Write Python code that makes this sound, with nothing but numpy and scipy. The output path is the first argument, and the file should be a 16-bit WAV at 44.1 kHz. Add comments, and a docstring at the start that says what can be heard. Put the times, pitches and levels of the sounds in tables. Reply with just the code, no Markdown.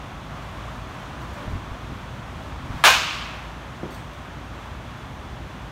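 """A bat cracks against a pitched ball in an outdoor batting cage, a few metres from a camera's microphone,
which briefly overloads. The crack bounces round the cage, leaves the steel ringing and fades among the
buildings; a second later the ball thuds down and the chain-link rattles. Close by, the batter's clothes
swish and soft bumps shake the camera. Light wind, far traffic, a machine's hum and one faint hoot lie
underneath."""
import sys
import numpy as np
from scipy import signal
from scipy.fft import rfft, irfft, next_fast_len
from scipy.io import wavfile
from scipy.ndimage import map_coordinates

SR = 44100
rng = np.random.default_rng(int(sys.argv[2]) if len(sys.argv) > 2 else 0)


def dump(signal):
    """Clip the signal to [-1, 1] and save it as 16-bit WAV at the path in sys.argv[1]."""
    limited = np.clip(np.atleast_2d(signal).T, -1, 1)
    pcm = np.round(limited * 32767).astype(np.int16)
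    wavfile.write(sys.argv[1], SR, pcm)


N = 251811

# distant traffic and leaves: frequency_hz, relative_db
TRAFFIC_SPECTRUM = [(100, -28), (260, 1), (440, -4), (600, 1), (850, 0.5), (1080, 1.5), (2100, -7.5),
                    (3400, -11.5), (4900, -21), (6300, -21), (7800, -27), (10000, -31), (12500, -33.5),
                    (15500, -38)]
# far vehicles going by: nearest_s, tyre_level_db, nearest_to_half_power_s
VEHICLE_PASSES = [(.9, -47, 0.59)]
# the wind's low rumble: frequency_hz, relative_db
WIND_SPECTRUM = [(24, -34), (36, -11.5), (55, 1.5), (95, -1.5), (140, -1.5), (190, -7), (250, -8.5),
                 (400, -18), (900, -71)]
# the low rumble swells in a few puffs and dips after the crack: centre_s, lift_db, half_width_s
RUMBLE_LIFTS = [(1.52, 7.5, 0.066), (1.92, 2, 0.13), (2.72, 3.5, 0.16), (3.9, -1.5, 0.85)]
# a distant machine's hum: pitch_hz, level_db
HUM_TONES = [(57.3, -44.5), (118, -53.5)]
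# links scraping together: frequency_hz, relative_db
SCRAPE_SPECTRUM = [(2500, -25), (4500, -4), (6500, 1), (10300, -9), (12700, -2), (15500, -7)]
# chain-link rustles: start_s, level_db
FENCE_RUSTLES = [(.42, -60), (.755, -60), (1.215, -55), (1.332, -55), (1.5, -60), (3.906, -51),
                 (3.921, -52), (3.942, -48.5), (4.13, -56)]
# modes of a typical wire link: pitch_hz, relative_db, t60_s
WIRE_MODES = [(4530, 3.5, 0.16), (5900, -3, .17), (8400, -2, 0.5), (12600, -10, .2)]
# the batter shifts his stance, then swings: loudest_s, level_db, half_width_s
BATTER_SWISHES = [(1.39, -43.5, 0.097), (2.82, -40, 0.17)]
# dull bumps that shake the camera: start_s, level_db
CAMERA_BUMPS = [(1.478, -19.5), (1.508, -31), (1.532, -18), (1.555, -19), (1.638, -29), (1.714, -20),
                (1.92, -25), (2.703, -21.5), (2.746, -23.5)]
# the camera's low sway on its mount: pitch_hz, relative_db, t60_s
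MOUNT_MODES = [(61, -10, 0.077), (91.7, 3.5, 0.056), (153, -7, 0.039)]
# the bat's short-lived modes: pitch_hz, relative_db, t60_s
BAT_MODES = [(750, -12, .022), (1080, -6, 0.018), (1215, 3.5, 0.021), (1720, 3, 0.036), (2360, 9, 0.0039),
             (3110, -1, 0.015), (3730, -1, 0.012)]
# paths to the microphone, straight, then off the ground and nearby posts: delay_s, gain_db
CRACK_PATHS = [(0, 1.5), (.003, -6), (.0061, -6), (.0084, -1.5), (0.0105, -5), (0.0196, -10), (0.027, -12),
               (0.0382, -5)]
# tones that ring on in the steel cage: pitch_hz, relative_db, t60_s
STEEL_MODES = [(847, -9, 0.29), (984, 1, 0.32), (1047, 8, 0.19), (1060, 5.5, 0.24), (1173, -5, 0.29),
               (1282, -11, 0.59), (1424, -11, 0.37), (1543, -2, 0.47), (1600, 0, 0.28), (1606, -4, 0.48),
               (1643, -3, .28), (1880, -16, 0.28), (2490, -5, 0.38), (2560, -14, 0.27), (3510, -2.5, 0.29),
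               (3585, -2, 0.25), (5517, -11, .22)]
# the crack as the cage throws it back: frequency_hz, relative_db
CAGE_SPECTRUM = [(180, -24), (440, -13.5), (700, -3.5), (920, -3.5), (1050, -2), (1350, -3.5), (1650, -1),
                 (1980, -7.5), (2450, 1), (3300, -4), (5000, -11.5), (6500, -13), (9000, -19.5),
                 (16000, -24.5)]
# decay of the cage's echoes: frequency_hz, t60_s
CAGE_DECAY = [(300, 0.58), (700, 0.51), (3000, 0.54), (6200, 0.58), (8500, 0.42), (15000, 0.37)]
# the late answer of the buildings: frequency_hz, relative_db
BUILDINGS_SPECTRUM = [(200, -41), (600, -21), (1100, -3.5), (1950, -6.5), (2600, -0.5), (4000, -5),
                      (6500, -12.5), (9000, -26), (15000, -36)]
# decay of the buildings' echoes: frequency_hz, t60_s
BUILDINGS_DECAY = [(500, 1.7), (2500, 1.13), (6000, 0.85), (14000, 0.95)]
# the ball lands and tumbles: start_s, level_db
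BALL_THUDS = [(3.831, -19), (3.856, -26), (3.889, -31), (3.921, -34)]
# modes of a thud on the matted ground: pitch_hz, relative_db, t60_s
GROUND_MODES = [(152, -3, 0.071), (235, -22, 0.032), (354, 3, 0.037), (486, -1.5, 0.028)]

HIT_S = 2.8392  # bat meets ball


def amp(db):
    """Decibels to gain."""
    return 10 ** (np.asarray(db) / 20)


def unit(x):
    """x at rms 1."""
    return x / np.sqrt(np.mean(x ** 2) + 1e-20)


def along(points, hz):
    """(frequency_hz, value) points read on a log axis."""
    frequencies, values = np.transpose(points)
    return np.interp(np.log(hz + 1), np.log(frequencies), values)


def wobble(rate):
    """A smooth random curve, rate knots a second."""
    return map_coordinates(rng.standard_normal(int(N * rate / SR) + 4), [np.arange(N) * rate / SR])


def filtered(x, gain):
    """x times a gain that depends on frequency."""
    size = next_fast_len(len(x) + SR // 4)
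    return irfft(rfft(x, size) * gain(np.fft.rfftfreq(size, 1 / SR)), size)[:len(x)]


def noise(spectrum, size):
    """Noise of rms 1, coloured by (frequency_hz, relative_db) points."""
    return unit(filtered(rng.standard_normal(size), lambda hz: amp(along(spectrum, hz))))


def fade(t, t60):
    """A decay of 60 dB in t60 seconds."""
    return np.exp(-np.log(1000) * t / t60)


def attack(t, rise_s):
    """A rise from 0 towards 1 with time constant rise_s."""
    return 1 - np.exp(-t / rise_s)


def swell(peak_s, width_s):
    """A bell-shaped rise and fall of height 1."""
    return np.exp(-((np.arange(N) / SR - peak_s) / width_s) ** 2)


def ring(modes, t):
    """Damped sines set off together."""
    return sum(amp(db) * fade(t, t60) * np.sin(2 * np.pi * hz * t) for hz, db, t60 in modes)


def add(track, start_s, sound):
    """Mix a sound into the track at start_s."""
    start = max(round(start_s * SR), 0)
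    track[start:start + len(sound)] += sound[:N - start]


def traffic(start_db=-40, recede_db_per_s=0.1662):
    """Far traffic slowly recedes; a passing vehicle's hiss and tyre roar swell as it comes nearer."""
    t = np.arange(N) / SR
    pass_power = sum(amp(db) ** 2 / (1 + ((t - s) / half_s) ** 2) for s, db, half_s in VEHICLE_PASSES)
    passing = np.sqrt(pass_power)
    level = np.hypot(amp(start_db - recede_db_per_s * t), amp(1) * passing)
    wash = level * amp(0.38 * wobble(7.3)) * noise(TRAFFIC_SPECTRUM, N)
    tyre_level = passing * amp(2.5 * wobble(6.83))
    return wash + tyre_level * noise([(300, -51), (800, -9), (1110, 4.5), (1500, -6), (4000, -50)], N)


def wind(start_db=-38, calming_db_per_s=0.08):
    """Light wind's low rumble swells in a few puffs; its level dips for a moment after the loud crack."""
    t = np.arange(N) / SR
    lift_db = sum(db * swell(s, width_s) for s, db, width_s in RUMBLE_LIFTS)
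    level_db = start_db - calming_db_per_s * t + lift_db + 0.86 * wobble(14)
    return amp(level_db) * noise(WIND_SPECTRUM, N)


def machine(waver_db=2.8):
    """A distant machine's wavering hum and thin whine."""
    t = np.arange(N) / SR
    hum = sum(amp(db + waver_db * wobble(7)) * np.sin(2 * np.pi * hz * t + 0.96 * wobble(4.4))
              for hz, db in HUM_TONES)
    whine = amp(-61.5) * noise([(2900, -60), (3270, 6), (3350, -21), (3450, 9.5), (3800, -53)], N)
    return hum + whine


def mesh_ticks(ticks_per_s=7, typical_db=-67):
    """The mesh ticks faintly and drily in the breeze, at random moments."""
    t = np.arange(SR // 16) / SR
    touches = (rng.random(N) < ticks_per_s / SR) * amp(typical_db + 3 * rng.standard_normal(N))
    tick = noise(SCRAPE_SPECTRUM, len(t)) * fade(t, t60=0.04)
    return signal.fftconvolve(touches, tick)[:N]


def fence(pitch_spread=0.03):
    """Many slightly unlike wire links brush each other and shimmer under the scrape."""
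    t = np.arange(SR // 2) / SR
    out = np.zeros(N)
    for start_s, db in FENCE_RUSTLES:
        links = [(hz * (1 + pitch_spread * detune), link_db, t60)
                 for hz, link_db, t60 in WIRE_MODES for detune in rng.standard_normal(14)]
        scrape = noise(SCRAPE_SPECTRUM, len(t)) * (fade(t, t60=0.03) + amp(-7) * fade(t, t60=0.39))
        add(out, start_s, amp(db) * (scrape + amp(-18) * ring(links, t)) * attack(t, 0.002))
    return out


def batter():
    """Cloth and air swish as the batter moves, a few metres off."""
    swish = noise([(200, -15), (700, -2), (1150, 3.5), (2000, -4.5), (5000, -18), (14000, -33)], N)
    return sum(amp(db) * swell(s, width_s) for s, db, width_s in BATTER_SWISHES) * swish


def hoot(start_s=1.335, length_s=0.235, edge_s=0.035, pitch_hz=604, level_db=-44):
    """A nearly pure tone drifts in from far off, holds and fades."""
    t = np.arange(N) / SR - start_s
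    envelope = np.clip(np.minimum(t, length_s - t) / edge_s, 0, 1)
    wavering_hz = pitch_hz * (1 + 0.018 * wobble(14))
    return amp(level_db) * envelope * np.sin(2 * np.pi * np.cumsum(wavering_hz) / SR)


def bumps():
    """Soft low knocks reach the microphone through the camera's body."""
    t = np.arange(SR // 4) / SR
    out = np.zeros(N)
    for start_s, db in CAMERA_BUMPS:
        add(out, start_s, amp(db) * ring(MOUNT_MODES, t) * attack(t, 0.0028))
    return out


def bat():
    """The snap of contact and the bat's modes reach the microphone by several short paths."""
    t = np.arange(SR // 8) / SR
    snap = noise([(400, -9), (1200, 10), (4000, -7), (10000, -7.5), (16000, -20)], len(t))
    snap *= fade(t, t60=0.0058)
    squeeze = attack(t, 0.0003)  # the ball flattens on the barrel
    blow = (amp(-9.5) * ring(BAT_MODES, t) + amp(-2.5) * snap) * squeeze
    low_cut = signal.butter(2, 480, "high", fs=SR, output="sos")  # a slim bat radiates little bass
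    crack = signal.sosfilt(low_cut, blow)
    out = np.zeros(N)
    for delay_s, db in CRACK_PATHS:
        add(out, HIT_S + delay_s, amp(db) * crack)
    return out


def echoes(spectrum, decay, build_s, spiky):
    """A swarm of reflections of uneven size that builds up, then dies at a speed set by frequency."""
    size = 2 * SR
    swarm = rng.standard_normal(size) * np.exp(spiky * rng.standard_normal(size))
    swarm = unit(filtered(swarm, lambda hz: amp(along(spectrum, hz))))
    hz, frame_s, bands = signal.stft(swarm, SR, nperseg=256)
    bands *= fade(frame_s, along(decay, hz)[:, None])
    tail = signal.istft(bands, SR, nperseg=256)[1][:size]
    build_up = 1 - np.exp(-(np.arange(size) / SR / build_s) ** 2)
    return tail * build_up


def cage():
    """The crack sets the steel ringing, scatters round the cage and returns late from the buildings."""
    t = np.arange(2 * SR) / SR
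    steel = sum(amp(db) * fade(t, t60) * np.sin(2 * np.pi * (hz * t + rng.random()))
                for hz, db, t60 in STEEL_MODES)
    out = np.zeros(N)
    add(out, HIT_S, amp(-16) * steel * attack(t, 0.0079))
    add(out, HIT_S, amp(-7) * echoes(CAGE_SPECTRUM, CAGE_DECAY, build_s=0.011, spiky=0.49))
    add(out, HIT_S, amp(-13) * echoes(BUILDINGS_SPECTRUM, BUILDINGS_DECAY, build_s=0.22, spiky=0.41))
    return out


def ball():
    """The ball thuds on the matted ground, each time with a short wash from the cage."""
    t = np.arange(SR // 2) / SR
    wash_spectrum = [(80, -14), (180, 7), (420, -2), (700, -8), (1300, -10), (4000, -32), (12000, -60)]
    out = np.zeros(N)
    for start_s, db in BALL_THUDS:
        wash = noise(wash_spectrum, len(t)) * fade(t, t60=0.25)
        thud = amp(-0.5) * ring(GROUND_MODES, t) + amp(-12.5) * wash
        add(out, start_s, amp(db) * thud * attack(t, 0.0021))
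    return out


def scene():
    """The cage close by and the background beyond it, all at one microphone."""
    action = bat() + cage() + ball() + batter() + fence() + bumps()
    return (action + mesh_ticks() + traffic() + wind() + machine() + hoot())[None]


def record(dry, dip_hz=10500, dip_width_hz=280, dip_db=-3.5, hardness=5, top_hz=15900):
    """The microphone has a narrow treble dip; the camera rounds off peaks and cuts all above top_hz."""
    heard = filtered(dry[0], lambda hz: amp(dip_db * np.exp(-((hz - dip_hz) / dip_width_hz) ** 2)))
    squashed = heard / (1 + np.abs(heard) ** hardness) ** (1 / hardness)
    return filtered(squashed, lambda hz: np.clip((top_hz - hz) / 200, 0, 1))[None]


dry = scene()
out = record(dry)
dump(out)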